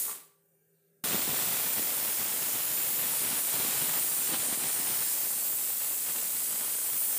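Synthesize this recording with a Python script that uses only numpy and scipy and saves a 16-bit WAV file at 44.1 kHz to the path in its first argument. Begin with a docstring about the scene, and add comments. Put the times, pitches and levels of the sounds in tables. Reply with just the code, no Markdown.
"""A quiet kitchen, with a pressure cooker on a gas stove. One blast of steam ends as the weight drops
shut with a small clatter; a fan hums and hot metal ticks, then the weight lifts and the jet roars on.
One hand-held microphone drifts about the turbulent jet: the colour of the hiss wanders, faint whistles
come and go, droplets crackle, eddies rumble and puffs of steam thump low."""
import sys
import numpy as np
from scipy import signal
from scipy.fft import rfft, irfft
from scipy.io import wavfile
from scipy.ndimage import uniform_filter1d

SR = 44100
rng = np.random.default_rng(int(sys.argv[2]) if len(sys.argv) > 2 else 0)


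def master(y):
    """Save y as 16-bit WAV."""
    cut = np.clip(np.atleast_2d(y).T, -1, 1)
    pcm = np.round(cut * 32767)  # scale
    wavfile.write(sys.argv[1], SR, pcm.astype(np.int16))


N = 316638
TIME_S = np.arange(N) / SR
SHUT_S, LIFT_S, BURST_S = 0.12, 1.0385, 0.00092  # the weight seats; it lifts; the jet's attack
BUSY_DB = -40  # spray level at which the crackle is densest


def amp(db):
    return 10 ** (np.asarray(db) / 20)


def unit_rms(x):
    return x / np.sqrt(np.mean(x ** 2) + 1e-20)


def coloured(x, points):
    """EQ through (freq_hz, gain_db) points."""
    hz, (freq_hz, gain_db) = np.fft.rfftfreq(len(x), 1 / SR), np.transpose(points)
    return irfft(rfft(x) * amp(np.interp(np.log(hz + 1), np.log(freq_hz + 1), gain_db)), len(x))


def band(x, lo_hz, hi_hz, soft_hz):
    """Band-pass whose edges cross-fade with neighbouring bands."""
    hz = np.fft.rfftfreq(len(x), 1 / SR)
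    keep = np.clip((hz - lo_hz) / soft_hz + .5, 0, 1) * np.clip((hi_hz - hz) / soft_hz + .5, 0, 1)
    return irfft(rfft(x) * keep, len(x))


def add(mix, start_s, sound):
    part = mix[round(start_s * SR):][:len(sound)]
    part += sound[:len(part)]


def curves(table):
    """One automation curve for each column after time_s."""
    time_s, *columns = np.transpose(table)
    return [np.interp(TIME_S, time_s, column) for column in columns]


def flutter(top_hz, depth_db):
    """A random wobble of level."""
    return amp(depth_db * unit_rms(band(rng.standard_normal(N), 2.46, top_hz, soft_hz=0.45)))


def mottled(ridge_db, patchy_db):
    """Noise with narrow long-lived ridges and short broad patches of random level."""
    real, imag, ridges, patches = rng.standard_normal((N // 256 + 5, 513, 4)).T  # each: bins by frames
    ridges = unit_rms(uniform_filter1d(uniform_filter1d(ridges, size=2, axis=0), size=120, axis=1))
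    patches = unit_rms(uniform_filter1d(uniform_filter1d(patches, size=12, axis=0), size=14, axis=1))
    spectrum = (real + 1j * imag) * amp(ridge_db * ridges + patchy_db * patches)
    return signal.istft(spectrum, nperseg=1024, noverlap=768)[1][:N]


def blasts(first_db, second_db, sag_db_per_s=0, release_db_per_s=130):
    """Steam envelope: the first blast dies once the weight seats, the second bursts out as it lifts."""
    sag_db = sag_db_per_s * np.minimum(TIME_S, SHUT_S)
    release_db = release_db_per_s * np.maximum(TIME_S - SHUT_S, 0)
    attack = np.clip((TIME_S - LIFT_S) / BURST_S, 0, 1)
    return amp(first_db - sag_db - release_db) + attack * amp(second_db)


# Tone of the jet, before each band gets its own level: freq_hz, gain_db
JET_EQ = [(3000, -28), (4500, -13.5), (6000, -11.5), (6600, -7.5), (7400, -4), (8600, -2), (9950, -1.5),
          (10250, -6.5), (11000, -5.5), (11900, -8), (13500, 2), (14700, 2), (15100, 1), (15600, 2)]
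# Five hiss bands, the lowest opened down to 0 Hz in place of its listed edge: edge_hz
BAND_EDGES = [5500, 8300, 10100, 12300, 13900, 15600]
# First blast, bands 1 to 5: level_db
FIRST_BLAST = [-39, -37, -38, -38.5, -36]
# Second blast, fader for band 1: time_s, level_db
LOW_FADER = [(1.05, -39), (1.1, -39), (2.71, -40), (3.56, -37.5), (5.04, -40), (5.08, -38), (5.59, -40.5),
             (6.68, -40.5), (7.18, -41)]
# Second blast, upper faders: time_s, bands_3_and_4_db, band_2_db, band_5_db
HIGH_FADERS = [(1.05, -39, -37.5, -35), (1.13, -38, -38, -34), (1.59, -34, -39, -34),
               (2.3, -37, -39, -35.5), (3.03, -33, -39.5, -35), (3.18, -33.5, -36, -38),
               (3.32, -35.5, -39, -39), (3.37, -35, -36.5, -36), (3.82, -34.5, -36.5, -36),
               (3.95, -37.5, -36.5, -32), (4.53, -36.5, -35.5, -39), (5.04, -37, -36.5, -32),
               (5.11, -33, -36.5, -35), (5.22, -36, -39.5, -35), (5.33, -35, -36, -38),
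               (5.47, -34.5, -39, -35), (6.43, -36.5, -38, -37), (6.8, -35.5, -36, -39),
               (6.94, -35, -37.5, -32), (7.18, -35, -36.5, -33)]
# Bands 3 and 4 against their shared fader: trim_db
BAND_TRIMS = [-4, -3.5]


def steam_hiss():
    """Turbulent jet; echoes off lid and wall comb it in narrow ridges that drift with the hand."""
    jet = coloured(mottled(ridge_db=2.0, patchy_db=0.56), JET_EQ)
    shared_db, band_2_db, band_5_db = curves(HIGH_FADERS)
    faders = curves(LOW_FADER) + [band_2_db] + [shared_db + trim for trim in BAND_TRIMS] + [band_5_db]
    out, edges = np.zeros(N), [0] + BAND_EDGES[1:]
    for lo_hz, hi_hz, first_db, second_db in zip(edges, edges[1:], FIRST_BLAST, faders):
        envelope = blasts(first_db, second_db, sag_db_per_s=53, release_db_per_s=168)
        wander = flutter(top_hz=5.93, depth_db=0.38)
        out += envelope * wander * unit_rms(band(jet, lo_hz, hi_hz, soft_hz=300))
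    return out


# Tone of the crackle: freq_hz, gain_db
CRACKLE_EQ = [(35, -36), (60, -39), (110, -9), (210, -2.5), (500, -3), (1100, -4.5), (1700, -2), (2400, 0),
              (3200, 0), (4200, -2), (6000, -5.5), (7800, -20)]


def droplet_crackle(spray_db, gust_db, clicks_per_s=4000, spread_db=3.5):
    """Droplets burst in the jet as dense clicks of either sign, over a bed of smoother noise."""
    envelope = blasts(first_db=-50, second_db=spray_db + 0.3 * gust_db)
    chance, size, sign, kind = rng.random((N, 4)).T
    density = np.clip(envelope / amp(BUSY_DB), .4, 1)  # a weak jet spits sparser
    strength = amp(spread_db * np.minimum(-np.log(size + 1e-9), 3.2)) / np.sqrt(density)
    clicks = (chance < density * clicks_per_s / SR) * strength * np.sign(sign - .5)
    small = unit_rms(clicks * (kind > .2))
    large = unit_rms(band(clicks * (kind < .2), 0, 1600, soft_hz=1600))  # large drops sound duller
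    drops = (small + amp(-9) * large) * flutter(top_hz=85, depth_db=0.67)
    bed = amp(-4) * unit_rms(mottled(ridge_db=3.0, patchy_db=0))
    crackle = coloured(drops + bed, CRACKLE_EQ)
    return envelope * crackle / np.std(band(crackle, 450, 5020, soft_hz=10))


# Tone of the rumble: freq_hz, gain_db
RUMBLE_EQ = [(40, -11), (80, -4), (130, 2.5), (200, -0.5), (300, -5.5), (450, -7), (800, -23), (1500, -50)]


def eddy_rumble(spray_db, gust_db, follow_db_per_db=2.05):
    """Eddies buffet the microphone, swelling with the spray and the gusts."""
    envelope = blasts(first_db=-72, second_db=-51 + follow_db_per_db * (spray_db - BUSY_DB) + gust_db)
    eddies = coloured(rng.standard_normal(N), RUMBLE_EQ) * flutter(top_hz=31, depth_db=2.0)
    return envelope * unit_rms(eddies)


# The weight falls and bounces on the vent: start_s, gain_db
BOUNCES = [(0.063, -40), (0.082, -33), (0.09, -40), (0.095, -34), (0.112, -40.5)]
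# Ring of the lid: pitch_hz, gain_db, t60_s
LID_MODES = [(439, -7, 0.13), (955, -21, .06), (1060, -6, .04), (1143, 3.5, 0.035), (1160, -29, 0.64),
             (1324, -3, 0.044), (1800, -5, 0.016)]


def weight_clatter(echo_db=-3, echo_t60_s=0.47):
    """Short knocks on the damped lid, each a different blend of its modes, echoing off the walls."""
    knocks, t = np.zeros(N), np.arange(SR // 2) / SR
    modes = [amp(db - 60 * t / t60_s) * np.sin(2 * np.pi * hz * t) for hz, db, t60_s in LID_MODES]
    for start_s, gain_db in BOUNCES:
        blend = rng.uniform(0.41, 1, len(modes))
        add(knocks, start_s, amp(gain_db) * np.dot(blend, modes) / 2)
    knocks = band(knocks, 390, 4000, soft_hz=200)  # so small a blow moves no bass
    walls = rng.standard_normal(len(t)) * amp(-60 * t / echo_t60_s) * (t > .005)
    return knocks + amp(echo_db) * signal.oaconvolve(knocks, walls / np.linalg.norm(walls))[:N]


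# Tone of the quiet kitchen: freq_hz, gain_db
ROOM_EQ = [(24, -73), (40, -38), (80, -20), (123, -14), (150, -8), (267, -18), (360, -13), (398, -3),
           (462, -13), (560, -9.5), (680, -22.5), (1130, -31), (1610, -25), (4260, -38), (8570, -22.5),
           (11900, -26), (14500, -14.5), (15600, -21)]


def room_tone(level_db=-70):
    """A faint bed of leak and room noise."""
    return amp(level_db) * unit_rms(coloured(mottled(ridge_db=4.5, patchy_db=1.0), ROOM_EQ))


# Partials of the fan: pitch_hz, half_width_hz, level_db
FAN_TONES = [(161.4, 9, -76.5), (400, 11, -77.5), (1600, 8, -92.5)]


def fan_hum():
    """Each of the fan's tones is a sine in narrow noise, so it wavers."""
    out = np.zeros(N)
    for hz, half_hz, level_db in FAN_TONES:
        wobble = unit_rms(band(rng.standard_normal(N), hz - half_hz, hz + half_hz, soft_hz=half_hz))
        out += amp(level_db) * unit_rms(wobble + 3.1 * np.sin(2 * np.pi * hz * TIME_S))
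    return out


# Ticks between the blasts: start_s, level_db
TICK_CUES = [(0.3606, -57), (0.8789, -61)]


def metal_ticks(t60_s=0.004):
    """Hot metal ticks in bare, bright cracks."""
    out, t = np.zeros(N), np.arange(400) / SR
    for start_s, level_db in TICK_CUES:
        crack = np.diff(rng.standard_normal(len(t) + 1)) / 2
        add(out, start_s, amp(level_db - 60 * t / t60_s) * crack)
    return out


# Faint whistles: start_s, end_s, pitch_hz, half_width_hz, level_db
WHISTLE_CUES = [(.72, 0.918, 4300, 800, -91), (1.2, 3., 11200, 120, -49), (1.6, 3.1, 14500, 150, -48),
                (3.053, 3.5, 9930, 150, -42.5), (3.3, 5.2, 10100, 80, -50), (3.255, 4.5, 13400, 200, -39.5),
                (4.749, 5.2, 5220, 200, -50.5), (5.205, 6.9, 8030, 150, -45.5)]


def whistles():
    """Narrow noise that swells in and out."""
    out = np.zeros(N)
    for start_s, end_s, hz, half_hz, level_db in WHISTLE_CUES:
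        air = rng.standard_normal(N)[:round((end_s - start_s) * SR)]
        tone = unit_rms(band(air, hz - half_hz, hz + half_hz, soft_hz=half_hz))
        add(out, start_s, amp(level_db) * tone * signal.windows.tukey(len(air), .4))
    return out


# How much spray reaches the microphone in the second blast: time_s, level_db
SPRAY_FADER = [(1.05, -38), (1.6, -39), (1.75, -41.5), (2.9, -42), (3.35, -40), (3.45, -43), (3.6, -39),
               (3.97, -39.5), (4.02, -43), (4.25, -42), (4.34, -39), (4.45, -42), (5.02, -41.5),
               (5.12, -44.5), (5.35, -46.5), (6.05, -47), (6.17, -44), (6.27, -46), (6.49, -47),
               (6.63, -44.5), (6.75, -47), (7.18, -47)]
# Gusts and lulls of the steam: centre_s, swell_db
GUST_CUES = [(1.05, 2.5), (1.13, 4), (1.16, 6), (1.23, -1), (1.28, 2), (1.79, 9), (1.86, 0), (2.01, 3),
             (2.22, 4), (2.56, 8), (3.0, 4), (3.07, 4), (3.33, 2), (3.42, -6.5), (3.57, 2), (3.64, 3),
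             (3.96, 1), (4.15, -4), (4.34, 7), (4.53, 5), (4.63, 8), (4.9, 7), (5.09, -6.5), (5.76, -7),
             (5.81, 2), (6.17, 0.5), (6.53, 6.5), (6.65, 1.5), (6.82, -8), (6.94, 10)]


def spray_and_gusts(half_width_s=0.022, eddy_db=2.0):
    """Two dB curves for crackle and rumble: the spray, and bell-shaped gusts over small random ones."""
    spray_db, = curves(SPRAY_FADER)
    t = TIME_S[::64]
    swell_db = sum(db * np.exp(-((t - centre_s) / half_width_s) ** 2) for centre_s, db in GUST_CUES)
    eddies = unit_rms(band(rng.standard_normal(N), 2, 20, soft_hz=1))
    return spray_db, np.interp(TIME_S, t, swell_db) + eddy_db * eddies


# The strongest puffs that thump the microphone: start_s, gain_db
PUFF_CUES = [(1.086, -39), (1.115, -32), (1.128, -34), (1.145, -23), (1.153, -31), (1.165, -39),
             (1.193, -29), (1.278, -29), (1.333, -32), (1.779, -34), (1.795, -25.5), (1.823, -34),
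             (2.556, -33), (3.308, -32), (3.33, -33), (3.649, -32), (3.823, -31), (4.293, -36),
             (4.323, -31), (4.337, -30), (4.37, -36), (4.486, -33), (4.527, -28.5), (4.574, -31.5),
             (4.625, -35), (4.639, -31), (4.798, -31), (4.9, -34), (6.528, -38), (6.544, -39)]


def steam_puffs(swing_s=1 / 183, glide=0.69):
    """Each puff snaps the microphone's membrane over and lets it swing back ever slower."""
    out, age = np.zeros(N), np.arange(round(4 * swing_s * SR)) / (swing_s * SR)
    thump = np.sin(3 * np.pi * age ** glide) * np.exp(-age / 0.57)
    for (start_s, gain_db), sign in zip(PUFF_CUES, rng.choice([-1, 1], len(PUFF_CUES))):
        add(out, start_s, sign * amp(gain_db) * thump)
    return out


def scene():
    """All layers in mono: one microphone feeds both channels."""
    steam = steam_hiss() + whistles()
    spray_db, gust_db = spray_and_gusts()
    steam += droplet_crackle(spray_db, gust_db) + eddy_rumble(spray_db, gust_db) + steam_puffs()
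    return np.tile(steam + weight_clatter() + metal_ticks() + room_tone() + fan_hum(), (2, 1))


def record(dry):
    """The microphone's gentle bass cut, then its steep band limit."""
    bass_cut_hz, top_hz = 116, 15540
    thin = signal.sosfilt(signal.butter(1, bass_cut_hz, "high", fs=SR, output="sos"), dry)
    low_pass = signal.firwin(1023, top_hz, window=("kaiser", 9), fs=SR)
    return signal.oaconvolve(thin, low_pass[None], "same")


dry = scene()
out = record(dry)
master(out)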